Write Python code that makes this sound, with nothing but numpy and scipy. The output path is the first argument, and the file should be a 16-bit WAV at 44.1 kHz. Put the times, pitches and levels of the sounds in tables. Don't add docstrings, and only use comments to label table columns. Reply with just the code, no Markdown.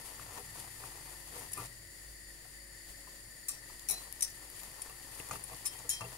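import sys
import numpy as np
from scipy import signal
from scipy.fft import rfft, irfft
from scipy.io import wavfile

SR = 44100
rng = np.random.default_rng(int(sys.argv[2]) if len(sys.argv) > 2 else 0)


def generate_wav(signal):
    frames = np.transpose(np.atleast_2d(signal))
    scaled = np.clip(frames, -1, 1) * 32767
    pcm = np.round(scaled).astype(np.int16)
    wavfile.write(sys.argv[1], SR, pcm)


N = 272097

# f/Hz, width/Hz, relative level/dB
JET_RESONANCES = [(1794, 37, 4), (1926, 292, 0), (4610, 334, -4.5), (5160, 790, -14), (7017, 108, -3),
                  (8980, 1100, -13), (9140, 870, -4.5), (10200, 110, -3), (10650, 360, -2.5),
                  (12400, 700, -13)]
JET_DB = -51
# f/Hz, relative level per Hz/dB
FIZZ_SPECTRUM = [(20, 2), (35, 1.5), (65, -6), (110, -9), (200, -9), (320, -8), (600, -6.5), (1200, -11.5),
                 (3000, -11.5), (6000, -12.5), (8500, -8.5), (11500, -6), (13800, -13.5), (15600, -10)]
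FIZZ_DB = -53
# f/Hz, level/dB, pitch wander/Hz
HUM_TONES = [(49.4, -61.5, 1.46), (294.6, -76, 2.98), (344.3, -73, 1.63), (554, -74, 3.5)]
# t/s, level/dB
RUMBLE_LEVEL = [(0, -64.5), (.4, -58.5), (1.2, -64.5), (1.6, -59), (2.0, -65), (5.0, -67), (5.35, -61),
                (6.17, -65.5)]
# lower f/Hz, upper f/Hz
RUMBLE_BAND = (80.4, 146)
# f/Hz, relative level per Hz/dB
SWISH_SPECTRUM = [(1290, -24), (2200, -2), (4270, -6), (4640, -4), (5420, -5), (6930, -7), (7710, -7),
                  (9310, 7), (11000, 5.5), (15600, -11)]
# f/Hz, relative level per Hz/dB
SLOSH_SPECTRUM = [(60, -37), (110, -20), (200, -2.5), (480, 4), (650, 5.5), (900, 9), (1300, 3), (1800, 1),
                  (3000, -5)]
# t/s, swish level/dB, slosh level/dB
STEADY_WORK = [(0.0, -52, -53), (1.504, -52.5, -59.5), (1.748, -64.5, -75), (3.398, -77.5, -70),
               (3.699, -58, -62), (4.501, -53.5, -58.5), (5.196, -53.5, -61), (6.17, -54, -54.5)]
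# middle t/s, swish level/dB, slosh level/dB
STROKES = [(.12, -52, -69), (.37, -50.5, -53), (.61, -48, -53.5), (.87, -49, -52), (1.1, -50.5, -56),
           (1.385, -46.5, -52.5), (1.613, -46.5, -50.5), (4.0, -50.5, -54), (4.24, -54, -77),
           (4.61, -49, -64), (4.84, -55, -52.5), (5.06, -53, -57), (5.199, -47.5, -51), (5.34, -48, -47.5),
           (5.538, -47.5, -51), (5.75, -49.5, -63), (6.1, -52.5, -75)]
STROKE_S = 0.05
# f/Hz, relative level/dB, t60 before extra damping/s
FLOOR_MODES = [(118, 5, 0.28), (168.4, -1.5, 0.27), (295, 1, 0.11), (404.5, 3, 0.16), (479.4, 7, 0.095),
               (660, 1.5, 0.13), (760.5, 6, 0.14), (897, 6.5, 0.08), (1008, 12.5, 0.042),
               (1173, 14.5, 0.059), (1338, 4, 0.1), (1790, 9, .05), (2064, 7, 0.095), (2480, 8.5, 0.062),
               (2703, 8, 0.051)]
PAN_RING_DB = 2
# t/s, level of the crests/dB, length/s, fullest f/Hz
PAN_KNOCKS = [(0.196, -42, 0.002, 1110), (0.317, -47.5, 0.082, 875), (0.387, -45, 0.023, 483),
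              (0.573, -57, 0.13, 870), (0.817, -47, 0.07, 880), (0.838, -43, 0.005, 1300),
              (1.066, -48.5, 0.039, 950), (1.322, -47, 0.11, 474), (1.566, -44, 0.051, 600),
              (1.577, -37, 0.037, 1080), (2.452, -52, 0.0036, 890), (3.072, -48, 0.01, 930),
              (3.487, -51, 0.017, 1350), (3.698, -50, 0.0084, 915), (3.896, -43.5, 0.05, 626),
              (4.612, -50, 0.026, 850), (4.892, -46, 0.011, 1030), (5.2005, -38, 0.0013, 2300),
              (5.287, -48, 0.01, 935), (5.31, -31, 0.0094, 1200), (5.312, -41.5, .01, 750),
              (5.328, -40, 0.0077, 746), (5.335, -43.5, 0.021, 400), (5.356, -39, 0.0058, 1200),
              (5.509, -43, 0.032, 780), (5.65, -49.5, 0.019, 950), (5.747, -48.5, 0.0065, 885),
              (5.841, -46, 0.016, 500), (6.008, -35.5, 0.01, 1140), (6.014, -37.5, .032, 750),
              (6.034, -43, .028, 397)]
# f/Hz, relative level/dB, t60 in units of the blow's t60
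STEEL_MODES = [(2262, 8.5, 0.76), (2544, 0.5, 3.1), (3863, 5, 1.8), (4460, 0, 2.7), (5310, -11, 2.1),
               (5505, -9.5, 2.3), (5860, -10.5, 1.9), (6020, -12, 1.8), (6770, -10, 1.2),
               (7460, -0.5, 0.77), (8420, -1, 1.7), (8930, 1.5, 1.25), (9410, 3.5, 0.94), (9820, -0.5, 1.1),
               (10710, 7, 1.1), (10960, 4, 0.77), (11440, 4.5, 0.85), (12200, 3, 0.95), (13300, 3, 0.98),
               (15100, 10, 0.7)]
STRUCK_DB, STRUCK_REACH = 13.5, 0.016
# t/s, level/dB, brightest f/Hz, t60/s
TICKS = [(0.8574, -39, 12000, 0.0035), (1.39, -44, 10820, 0.07), (1.516, -41, 9835, 0.075),
         (1.5319, -31, 9835, .035), (1.573, -42, 9410, 0.047), (1.582, -44, 10800, 0.12),
         (1.656, -38, 7380, 0.037), (4.1257, -22, 12900, 0.0041), (4.2435, -29, 15000, .004),
         (4.5005, -37, 11500, 0.0052), (4.634, -29, 12500, .004), (4.817, -35.5, 9360, 0.046),
         (4.8963, -33, 11000, 0.0053), (5.197, -39, 9020, 0.017), (5.288, -35.5, 9800, 0.009),
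         (5.31, -34.5, 6820, 0.044), (5.436, -41.5, 9800, 0.061), (5.546, -32, 7000, 0.006),
         (5.788, -38, 6830, 0.037), (6.008, -35, 7000, 0.03)]
FAINT_TICKS = 40
FAINT_DB, FAINT_SPREAD_DB, FAINT_HZ, FAINT_T60_SCALE = -45, 6, 10000, 0.02
# t/s, level/dB, brightest f/Hz, lower ring f/Hz, t60/s, low rattle level/dB,
# low rim tone level/dB, high rim tone level/dB (the last three relative to the blow)
CLINKS = [(3.483, -35, 11300, 7360, 0.075, 2, -47, -33), (3.4857, -33.5, 9120, 7414, 0.16, 0, -45, -40),
          (3.8869, -29, 9835, 5890, 0.14, 0, -47, -12), (3.908, -30, 10880, 6826, 0.11, -4.5, -45, -50),
          (4.2074, -32.5, 9835, 6040, 0.035, 1.5, -45, -45),
          (4.222, -30.5, 8950, 6020, 0.099, 1.5, -51, -40), (4.2271, -40, 10560, 5505, 0.11, 4, -47, -45),
          (5.653, -39, 7350, 6000, 0.069, 4.5, -38, -40), (5.658, -33.5, 9380, 5330, 0.1, -3, -16.5, -35),
          (5.892, -29.5, 9860, 6790, 0.12, 2, -47, -32), (5.9006, -34, 9410, 5360, 0.16, 5.5, -6, -18)]
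# f/Hz, t60/s, right side against left level/dB
RIM_TONES = [(3180, .6, -10), (4076, .55, 1)]
RIM_TWIN, RIM_BEAT_HZ = 0.34, 6.5
# f/Hz, correlation
LIKENESS = [(60, 0.57), (200, 0.78), (450, 0.61), (900, 0.26), (1500, 0.12), (16000, 0.065)]
# f/Hz, level/dB
RIGHT_MIC = [(60, 0.5), (350, -0.5), (800, -9), (1450, -4), (2050, -11.5), (2700, -1.5), (5800, -2),
             (7200, 4.5), (8000, 1), (9000, -14.5), (10600, -16), (11500, -20), (13000, -9.5), (14000, -24),
             (15000, -18)]
CUTOFF_HZ = 15750


def amp(db):
    return 10 ** (np.asarray(db) / 20)


def rms_one(x):
    return x / np.sqrt(np.mean(x ** 2) + 1e-20)


def at_hz(points, hz):
    points = np.array(points)
    return np.interp(np.log(np.maximum(hz, 1)), np.log(points[:, 0]), points[:, 1])


def bins():
    return np.arange(N // 2 + 1) * SR / N


def drift(rate):
    steps = rng.standard_normal(int(N / SR * rate * 2) + 3)
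    return np.interp(np.arange(N) / SR * rate * 2, np.arange(len(steps)), steps) * np.sqrt(3 / 2)


def stereo(pair, gain):
    mid, side = rfft(pair)
    alike = np.clip(at_hz(LIKENESS, bins()), 0, 1)
    mid = np.sqrt(1 + alike) * mid
    side = np.sqrt(1 - alike) * side
    return rms_one(irfft(gain * np.array([mid + side, mid - side]), N))


def grains(per_s, spread_db):
    sizes = amp(spread_db * np.minimum(rng.exponential(1, (2, N)), 5))
    signs = rng.choice([-1, 1], (2, N))
    return sizes * signs * (rng.random((2, N)) < per_s / SR)


def add(out, s, sound):
    i = int(s * SR)
    out[:, i:i + sound.shape[1]] += sound[:, :N - i]


def fade(t, t60):
    return np.exp(-np.log(1000) * t / t60)


def gas_jet():
    power = sum(amp(2 * db) / (1 + (2 * (bins() - hz) / width) ** 2) ** 2
                for hz, width, db in JET_RESONANCES)
    hiss = stereo(rng.standard_normal((2, N)), np.sqrt(power))
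    return amp(JET_DB + 0.5 * drift(6.3)) * hiss


def caramel(crackle_db=-12):
    colour = amp(at_hz(FIZZ_SPECTRUM, bins()))
    fizz = stereo(rng.standard_normal((2, N)), colour) * amp(1.2 * drift(10))
    pops = grains(300.0, 4.5) * amp(4 * drift(5))
    treble = bins() ** 2 / (bins() ** 2 + 1700.0 ** 2)
    crackle = stereo(pops, colour * treble)
    return amp(FIZZ_DB) * (fizz + amp(crackle_db) * crackle)


def hum(waver_db=2.2):
    total = 0
    for hz, db, wander in HUM_TONES:
        phase = 2 * np.pi * np.cumsum(hz + wander * drift(6.6)) / SR
        total = total + amp(db + waver_db * drift(5.5)) * np.sin(phase)
    return np.sqrt(2) * total * np.ones((2, 1))


def effort():
    t = np.arange(N) / SR
    s, *work_db = np.transpose(STEADY_WORK)
    power = np.array([amp(2 * np.interp(t, s, db)) for db in work_db])
    for middle, *db in STROKES:
        swell = np.exp(-((t - middle) / STROKE_S) ** 2)
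        power += amp(2 * np.array(db))[:, None] * swell
    return np.sqrt(power)


def stirring(swish_gain, slosh_gain):
    bursts = rms_one(grains(1200.0, 2.5)) * 0.7 + rng.standard_normal((2, N))
    swish = amp(2.0 * drift(30)) * stereo(bursts, amp(at_hz(SWISH_SPECTRUM, bins())))
    lumps = rms_one(grains(600.0, 1.95))
    modes = sum(1 / (1 + (np.pi * t60 * (bins() - hz) / np.log(1000)) ** 2) for hz, _, t60 in FLOOR_MODES)
    pan_ring = np.sqrt(1 + amp(2 * PAN_RING_DB) * modes)
    slosh = amp(2.96 * drift(25)) * stereo(lumps, amp(at_hz(SLOSH_SPECTRUM, bins())) * pan_ring)
    return swish_gain * swish + slosh_gain * slosh


def rumble():
    s, db = np.transpose(RUMBLE_LEVEL)
    band = signal.butter(2, RUMBLE_BAND, "band", fs=SR, output="sos")
    noise = signal.sosfilt(band, rng.standard_normal(N))
    return amp(np.interp(np.arange(N) / SR, s, db)) * rms_one(noise)


def pan_knocks(slips_per_s=800.0, reach_octaves=0.36):
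    out, t = np.zeros((2, N)), np.arange(int(0.3 * SR)) / SR
    hz, level_db, t60 = np.transpose(FLOOR_MODES)[:, :, None]
    for s, db, length, full_hz in PAN_KNOCKS:
        chance = rng.random((2, len(t)))
        slips = (chance[0] < slips_per_s / SR) * (2 * chance[1] - 1) ** 3
        slips = slips * np.exp(-(t / max(length, 0.001)) ** 4)
        slips[0] = 0.89
        uneven_db = rng.normal(0, 2, hz.shape)
        damping = np.clip(length / 0.012, 0.3, 1)
        off_pitch_db = np.minimum(6 * (np.log2(hz / full_hz) / reach_octaves) ** 2, 10.0)
        strength = amp(level_db - off_pitch_db + uneven_db)
        side_phase = rng.normal(0, 1.0, hz.shape) * hz / 1000 * [[[0]], [[1]]]
        phase = side_phase + rng.normal(0, 0.47, hz.shape)
        rings = strength * fade(t, t60 * damping) * np.sin(2 * np.pi * hz * t + phase)
        body = np.sum(rings, axis=1) * np.minimum(t / (0.002 * damping), 1)
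        sound = signal.fftconvolve(body, slips[None], axes=1)
        crest = np.percentile(np.abs(sound[:, :int((length + 0.015) * SR)]), 95)
        add(out, s, amp(db) * sound / crest)
    return out


def blow(t, centre_hz, t60, rattle_db, lower_hz, reach_octaves=0.45, crack_db=-3, rough_hz=110.0, shake=0.65):
    hz, level_db, share = np.transpose(STEEL_MODES)[:, :, None]
    near_db = np.maximum(-6 * (np.log2(hz / centre_hz) / reach_octaves) ** 2, -17.0)
    near_db = np.where((hz > 5000) & (hz < 7000), np.maximum(near_db, rattle_db), near_db)
    struck = [np.exp(-(np.log2(hz / f) / STRUCK_REACH) ** 2) for f in (centre_hz, lower_hz)]
    near_db = near_db + STRUCK_DB * np.maximum(*struck)
    strength = amp(level_db + near_db + rng.normal(0, 2, (2, *hz.shape)))

    slow = signal.butter(1, rough_hz, fs=SR, output="sos")
    tremble = signal.sosfilt(slow, rng.standard_normal((2, 2, len(hz), len(t))))
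    tremble = 1 + shake * (tremble[0] + 1j * tremble[1]) * np.sqrt(SR / rough_hz / np.pi)
    phase = rng.uniform(0, 2 * np.pi, strength.shape)
    hz = hz * (1 + rng.normal(0, 0.003, hz.shape))
    waves = np.imag(tremble * np.exp(2j * np.pi * hz * t + 1j * phase))
    rings = np.sum(strength * fade(t, share * t60) * waves, axis=1)

    edges_hz = [max(centre_hz * 0.45, 4800.0), min(centre_hz * 1.6, 19000)]
    band = signal.butter(3, edges_hz, "band", fs=SR, output="sos")
    crack = signal.sosfilt(band, rng.standard_normal((2, len(t))))
    crack = crack * (fade(t, t60 * 0.15) + fade(t, t60) / 5)
    onset = np.minimum(t / 0.0004, 1)
    knocks_db = rng.normal(0, 2.5, 48) * (np.arange(48) > 0)
    chatter = amp(np.interp(t * 150, np.arange(48), knocks_db))
    return (rings * 0.37 + amp(crack_db) * crack) * onset * chatter


def ticks(swish_gain):
    out, chance = np.zeros((2, N)), rng.random((FAINT_TICKS, 4))
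    share = np.cumsum(swish_gain ** 2)
    faint = []
    for a, b, c, d in chance:
        s = np.searchsorted(share, a * share[-1]) / SR
        faint.append((s, FAINT_DB - FAINT_SPREAD_DB * b, FAINT_HZ * 2 ** (c - 0.5), FAINT_T60_SCALE * (d + 0.14)))
    for s, db, centre_hz, t60 in TICKS + faint:
        t = np.arange(int(1.1 * t60 * SR)) / SR
        tick = blow(t, centre_hz, t60, -4.0, centre_hz)
        add(out, s, amp(db) * tick * np.minimum(t / (0.051 * t60), 1))
    return out


def clinks():
    out, t = np.zeros((2, N)), np.arange(int(0.3 * SR)) / SR
    side_phase = [[0], [2]]
    for s, db, centre_hz, lower_hz, t60, rattle_db, *rim_db in CLINKS:
        sound = blow(t, centre_hz, t60, rattle_db, lower_hz)
        waver = amp(np.interp(t, np.linspace(0, t[-1], 30), rng.normal(0, 3, 30)))
        for (hz, tone_t60, right_db), tone_db in zip(RIM_TONES, rim_db):
            main = np.sin(2 * np.pi * hz * t + side_phase)
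            twin = np.sin(2 * np.pi * (hz + RIM_BEAT_HZ) * t + side_phase)
            gain = amp(tone_db + np.array([[0], [right_db]])) * fade(t, tone_t60)
            sound = sound + gain * (main - RIM_TWIN * twin) * np.minimum(t / 0.006, 1) * waver
        add(out, s, amp(db) * sound * np.cos(np.pi / 2 * t / t[-1]))
    return out


def scene():
    swish_gain, slosh_gain = effort()
    steady = gas_jet() + caramel() + hum()
    stirred = stirring(swish_gain, slosh_gain) + rumble()
    return steady + stirred + pan_knocks() + clinks() + ticks(swish_gain)


def record(dry):
    right = irfft(rfft(dry[1]) * amp(at_hz(RIGHT_MIC, bins())), N)
    top_cut = signal.ellip(12, 0.5, 55, CUTOFF_HZ, fs=SR, output="sos")
    return signal.sosfilt(top_cut, np.array([dry[0], right]))


dry = scene()
out = record(dry)
generate_wav(out)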